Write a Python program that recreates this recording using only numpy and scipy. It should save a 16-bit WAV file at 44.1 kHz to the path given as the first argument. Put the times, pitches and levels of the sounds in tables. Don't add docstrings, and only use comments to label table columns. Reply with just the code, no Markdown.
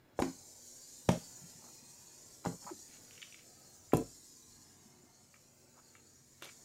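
import sys
import numpy as np
from scipy import signal
from scipy.fft import rfft, irfft
from scipy.io import wavfile

SR = 44100
rng = np.random.default_rng(int(sys.argv[2]) if len(sys.argv) > 2 else 0)


def bounce(signal):
    frames = np.transpose(np.atleast_2d(signal))
    limited = np.clip(frames, -1, 1)
    pcm = np.round(limited * 32767).astype(np.int16)
    wavfile.write(sys.argv[1], SR, pcm)


N = 292824
TIME_S = np.arange(N) / SR
EVENT_S = TIME_S[:SR // 2]
CUTOFF_HZ = 15700


def from_db(db):
    return 10 ** (np.asarray(db) / 20)


def unit_rms(x):
    return x / np.sqrt(np.mean(x ** 2) + 1e-20)


def add(out, start_s, sound):
    start = round(start_s * SR)
    out[start:start + len(sound)] += sound[:N - start]


def colour(x, spectrum):
    hz, db = np.transpose(spectrum)
    bins_hz = np.maximum(np.fft.rfftfreq(len(x), 1 / SR), 1)
    gain = from_db(np.interp(np.log(bins_hz), np.log(hz), db))
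    return irfft(rfft(x) * gain, len(x))


def band(x, hz, octaves):
    low_hz, high_hz = hz * 2 ** (-octaves / 2), min(hz * 2 ** (octaves / 2), CUTOFF_HZ + 2000)
    sos = signal.butter(2, [low_hz, high_hz], "band", fs=SR, output="sos")
    return signal.sosfilt(sos, x) * np.sqrt(SR / 2 / (high_hz - low_hz))


def resonate(x, hz, width_hz):
    radius = np.exp(-np.pi * width_hz / SR)
    feedback = [1, -2 * radius * np.cos(2 * np.pi * hz / SR), radius ** 2]
    return signal.lfilter(np.array([1, 0, -1]) * (1 - radius ** 2) / 2, feedback, x + 1e-18)


def drift(rate_hz):
    knots = rng.standard_normal(4096)
    return unit_rms(np.interp(TIME_S * rate_hz, np.arange(len(knots)), knots))


def decay(t60_s):
    return from_db(-60 * EVENT_S / t60_s)


def onset(rise_s):
    return 1 - np.exp(-(EVENT_S / rise_s) ** 2)


def soft_blow(hz, t60_s, rise_s):
    return np.sin(2 * np.pi * hz * EVENT_S) * decay(t60_s) * onset(rise_s)


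def contact(level_db, hz, t60_s, octaves, rise_s=0.00057):
    burst = rng.standard_normal(len(EVENT_S)) * decay(t60_s) * (1 - np.exp(-EVENT_S / rise_s))
    return from_db(level_db) * band(burst, hz, octaves)


# freq_hz, gain_db
REFLECTIONS = [(40, -15), (100, 0.5), (200, 0.5), (400, 2), (700, -3), (1200, -5.5), (2400, -4),
               (3400, 1.5), (6000, -3), (14000, -9)]


def room(x, wet_db, t60_s):
    tail = rng.standard_normal(len(EVENT_S)) * decay(t60_s) * onset(rise_s=0.002)
    tail = colour(tail / np.linalg.norm(tail), REFLECTIONS)
    return x + from_db(wet_db) * signal.fftconvolve(x, tail)[:len(x)]


# freq_hz, depth_db
SHIMMER_DEPTH = [(300, 3), (1500, 5), (5000, 6), (8000, 4), (11000, -1), (16000, -10)]


def shimmer(x, hold_s, size=1024):
    bands = signal.stft(x, nperseg=size)[2]
    lags_s = np.arange(-30, 31) * size / 2 / SR
    smoothing = np.exp(-(lags_s / hold_s) ** 2)[None]
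    wander = unit_rms(signal.fftconvolve(rng.standard_normal(bands.shape), smoothing, "same"))
    depth_db = np.interp(np.fft.rfftfreq(size, 1 / SR), *np.transpose(SHIMMER_DEPTH))[:, None]
    return unit_rms(signal.istft(bands * from_db(depth_db * wander), nperseg=size)[1][:N])


# pitch_hz, level_db
HUM_TONES = [(91.5, -78.5), (134.6, -77.5), (242.2, -79), (360.7, -81)]


def hum(waver_db=3.0, waver_rad=0.62):
    out = np.zeros(N)
    for pitch_hz, level_db in HUM_TONES:
        peak = np.sqrt(2) * from_db(level_db + waver_db * drift(4.2))
        out += peak * np.sin(2 * np.pi * pitch_hz * TIME_S + waver_rad * drift(5.1))
    return out


# freq_hz, density_db
AIR_SPECTRUM = [(25, 4), (60, -4), (90, 3), (180, -0.5), (300, 0.5), (420, -4.5), (700, -7.5),
                (1300, -14.5), (2000, -14.5), (3000, -21.5), (4500, -24.5), (9000, -29.5)]


def air(level_db=-66.5, wander_db=1.4, follow_ratio=0.15):
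    noise = shimmer(colour(rng.standard_normal(N), AIR_SPECTRUM), hold_s=0.16)
    trend_db = np.interp(TIME_S, *np.transpose(HISS_TREND))
    follow_db = follow_ratio * (trend_db - trend_db.mean())
    return noise * from_db(level_db + follow_db - wander_db * drift(3.018))


# time_s, level_db
HISS_TREND = [(0.35, -58), (1.33, -55.5), (1.8, -58.5), (2.52, -59), (2.66, -57), (3.73, -62.5),
              (3.94, -62.5), (4.17, -58.5), (4.7, -63), (5.01, -67.5), (6.34, -66), (6.64, -61.5)]
# freq_hz, density_db
HISS_SPECTRUM = [(1500, -36), (3400, -17.5), (3900, -13), (4200, -6.5), (4700, -7.5), (6000, -4.5),
                 (6900, -0.5), (7800, -3.5), (8900, -6.5), (10600, -12), (12100, -13), (13200, -14),
                 (15700, -28)]
# pitch_hz, width_hz, relative_db
HISS_PEAKS = [(3880, 90, -15.5), (5740, 320, -5), (6950, 470, 1), (13750, 280, -2)]


def hiss(on_s=0.16, rise_s=0.026, off_db=-40, swell_db=7.5, swell_s=0.072, flicker_db=0.87, trim_db=0.5):
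    white = rng.standard_normal(N)
    whistles = sum(from_db(db - 6) * resonate(white, hz, width_hz) for hz, width_hz, db in HISS_PEAKS)
    noise = shimmer(colour(white + whistles, HISS_SPECTRUM), hold_s=0.045)
    trend_db = np.interp(TIME_S, *np.transpose(HISS_TREND)) + trim_db
    fade_in_db = off_db * (1 - np.tanh((TIME_S - on_s) / rise_s)) / 2
    swells = [(TIME_S > start_s) * np.exp(-np.abs(TIME_S - start_s) / swell_s)
              for start_s, *_ in LANDINGS]
    return noise * from_db(trend_db + fade_in_db + swell_db * np.max(swells, axis=0) + flicker_db * drift(40))


# pitch_hz, width_hz, relative_db
CARD_MODES = [(1286, 78, 15), (1470, 35, -30), (1600, 30, -40), (2286, 59, 17.5), (2730, 220, 7),
              (4460, 110, -9)]


def card(x, ring_db=-11):
    ring = sum(from_db(db) * resonate(x, hz, width_hz) for hz, width_hz, db in CARD_MODES)
    return x + from_db(ring_db) * ring


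# peak_s, half_width_s, relative_db, centre_hz
STROKES = [(1.658, 0.065, -57, 670), (2.447, 0.0075, -46, 1190), (2.643, 0.038, -63, 1260),
           (2.69, 0.027, -46, 820), (2.932, 0.072, -60.5, 2250), (3.21, 0.14, -60, 2580),
           (3.403, 0.054, -61, 2270), (5.355, .02, -66, 1900), (5.791, 0.04, -58, 860),
           (5.965, 0.038, -60.5, 1930), (6.45, 0.028, -47, 3200), (6.452, .03, -53, 8500),
           (6.471, 0.074, -55.5, 1920), (6.453, 0.035, -50.5, 507)]


def slides(grain_db=4, gain_db=-8):
    out = np.zeros(N)
    for peak_s, half_width_s, relative_db, centre_hz in STROKES:
        grains = unit_rms(rng.standard_normal(N) * from_db(grain_db * drift(400)))
        stroke = np.exp(-2 * ((TIME_S - peak_s) / half_width_s) ** 2)
        out += from_db(relative_db + gain_db) * band(grains * stroke, centre_hz, octaves=1.2)
    return card(out)


# start_s, level_db, centre_hz
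EDGE_TICKS = [(0.22, -33, 3700), (1.0891, -28, 2400), (1.0897, -22.5, 5060), (1.099, -34, 9500),
              (1.1178, -25.5, 7000), (3.109, -48, 2530), (3.177, -47.5, 2520), (3.217, -40.5, 2750),
              (3.226, -38, 2450), (3.324, -50, 2530), (3.343, -45, 2460), (3.9205, -42, 1980),
              (3.931, -35, 1080), (5.3402, -54, 1760), (5.9513, -53.5, 1700), (6.4224, -37, 3220),
              (6.431, -40.5, 2970)]


def ticks(t60_cycles=37):
    out = np.zeros(N)
    for start_s, level_db, centre_hz in EDGE_TICKS:
        add(out, start_s, contact(level_db, centre_hz, t60_s=t60_cycles / centre_hz, octaves=0.85))
    return room(card(out), wet_db=-4.5, t60_s=0.35)


# pitch_hz, width_hz, relative_db
PACKET_MODES = [(805, 84, -16), (1300, 41, -7), (2100, 150, -26)]


def judder(push_s=2.62, brake_s=2.704, braking_s=0.0051, fast_hz=826, slow_hz=234.7,
           press_db_per_s=188, release_db_per_s=268):
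    before_s, after_s = np.maximum(brake_s - TIME_S, 0), np.maximum(TIME_S - brake_s, 0)
    slip_hz = slow_hz + (fast_hz - slow_hz) * np.exp(-after_s / braking_s)
    jitter = 1 + 0.162 * drift(500)
    phase = 2 * np.pi * np.cumsum(slip_hz * jitter) / SR
    force_db = -46.5 - press_db_per_s * before_s - release_db_per_s * after_s
    roughness_db = 4 * drift(300)
    force = from_db(force_db + roughness_db) * (TIME_S > push_s)
    slips = from_db(-1.5) * force * (np.sin(phase) + 0.092 * np.sin(2 * phase))
    friction = from_db(10) * force * rng.standard_normal(N) * (1 + np.cos(phase))
    ring = sum(from_db(db) * resonate(friction, hz, width_hz) for hz, width_hz, db in PACKET_MODES)
    return room(slips + ring, wet_db=4.5, t60_s=0.049)


# pitch_hz, t60_s, middle_db, side_db
WOOD_MODES = [(50, 0.59, 6, -8), (99, 0.11, -20, -8), (127.2, 0.09, -0.5, 4.5), (172.3, 0.31, 7, 6),
              (237, .16, -16.5, 6), (265.4, 0.25, 11, -10), (301, 0.09, -2.5, -5), (328, 0.1, 12.5, -18),
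              (359, 0.055, 8.5, -1.5), (412, 0.15, -16, -1), (457, 0.089, 7, 5), (523, 0.04, -15, 11),
              (554, 0.035, 0.5, -9.5), (612, 0.091, -2.5, 11), (714, .13, 12, -28), (794, 0.041, 12.5, -5),
              (916, 0.1, -27, -13), (1002, 0.047, 23, -12.5), (1190, .07, -11.5, 4), (1730, 0.11, -12, -16),
              (1950, .13, 12, -9), (2270, .14, -11, 10)]


def table_top(blow, place):
    out = np.zeros(len(blow))
    for pitch_hz, t60_s, middle_db, side_db in WOOD_MODES:
        gain = from_db(np.interp(place, [0, 1], [middle_db, side_db]))
        out += gain * resonate(blow, pitch_hz, width_hz=np.log(1000) / np.pi / t60_s)
    return out


# start_s, level_db, pitch_hz
HAND_BUMPS = [(1.079, -36.5, 133), (1.413, -48, 152), (1.435, -45.5, 164), (1.548, -56, 156),
              (1.825, -49, 240), (2.649, -48, 198), (4.042, -54, 50), (4.855, -52, 240), (5.034, -50, 235),
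              (6.429, -67, 150)]


def bumps(t60_cycles=10):
    out = np.zeros(N)
    for start_s, level_db, pitch_hz in HAND_BUMPS:
        add(out, start_s, from_db(level_db) * soft_blow(pitch_hz, t60_cycles / pitch_hz, rise_s=0.0046))
    return room(out + table_top(out, place=0.5), wet_db=-5, t60_s=0.2)


# start_s, place (0 middle, 1 side), thump_db, thump_hz, slap_db, slap_hz,
# clack_db, clack_hz, snap_db, snap_hz
LANDINGS = [(0.1897, 0.095, -39, 149, -22.5, 532, -32.5, 1400, -52.5, 7100),
            (0.1993, 0.79, -29, 70, -22.5, 780, -46, 1300, -35, 8500),
            (0.221, 0.11, -27, 244, -36, 760, -27.5, 1210, -32, 7400),
            (1.0878, 0.77, -27, 89, -19.5, 587, -25.5, 1090, -31.5, 7000),
            (1.0911, 0.85, -17.5, 180, -18.5, 900, -42, 2340, -62, 8000),
            (2.4501, 0.48, -47, 240, -32, 870, -39, 1090, -39, 5000),
            (2.4587, 0.81, -34.5, 270, -26.5, 875, -34.5, 1300, -55, 5000),
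            (2.469, 0.19, -28, 168, -29, 407, -49, 1400, -60, 8000),
            (3.934, 0.013, -24, 281, -15, 442, -33, 2040, -31, 11900),
            (3.9459, 0, -22, 139, -42, 410, -57, 1100, -37, 9000),
            (3.9687, 0.14, -32, 215, -29.5, 530, -46, 2000, -29.5, 8800),
            (6.4216, 0.4, -55, 350, -48, 514, -39.5, 1210, -43.5, 11000)]


def clacks_and_snaps(lag_s=0.0008):
    clacks, snaps = np.zeros((2, N))
    for start_s, *_, clack_db, clack_hz, snap_db, snap_hz in LANDINGS:
        add(clacks, start_s + lag_s, contact(clack_db, clack_hz, t60_s=0.019, octaves=1))
        add(snaps, start_s + lag_s, contact(snap_db, snap_hz, t60_s=0.01, octaves=0.86))
    return room(clacks, wet_db=-0.5, t60_s=0.26) + room(snaps, wet_db=-5, t60_s=0.24)


def knocks(ring_db=5.5, drop_db=-11, drop_after_s=0.097, drop_s=0.0046):
    out = np.zeros(N)
    tail_drop = from_db(drop_db * (1 + np.tanh((EVENT_S - drop_after_s) / drop_s)) / 2)
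    for start_s, place, thump_db, thump_hz, slap_db, slap_hz, *_ in LANDINGS:
        thump = from_db(thump_db) * soft_blow(thump_hz, t60_s=0.031, rise_s=0.00098)
        slap = from_db(slap_db) * soft_blow(slap_hz, t60_s=0.014, rise_s=0.0011)
        ring = from_db(ring_db) * table_top(thump + slap, place)
        add(out, start_s, room(thump + slap + ring, wet_db=-5.5, t60_s=0.33) * tail_drop)
    return out


def scene():
    cards = knocks() + bumps() + clacks_and_snaps() + ticks() + slides() + judder()
    return (cards + hiss() + air() + hum())[None]


def record(dry, low_cut_hz=55):
    low_cut = signal.butter(1, low_cut_hz, "high", fs=SR, output="sos")
    high_cut = signal.ellip(10, 0.1, 70, CUTOFF_HZ, fs=SR, output="sos")
    return signal.sosfilt(high_cut, signal.sosfilt(low_cut, dry))


dry = scene()
out = record(dry)
bounce(out)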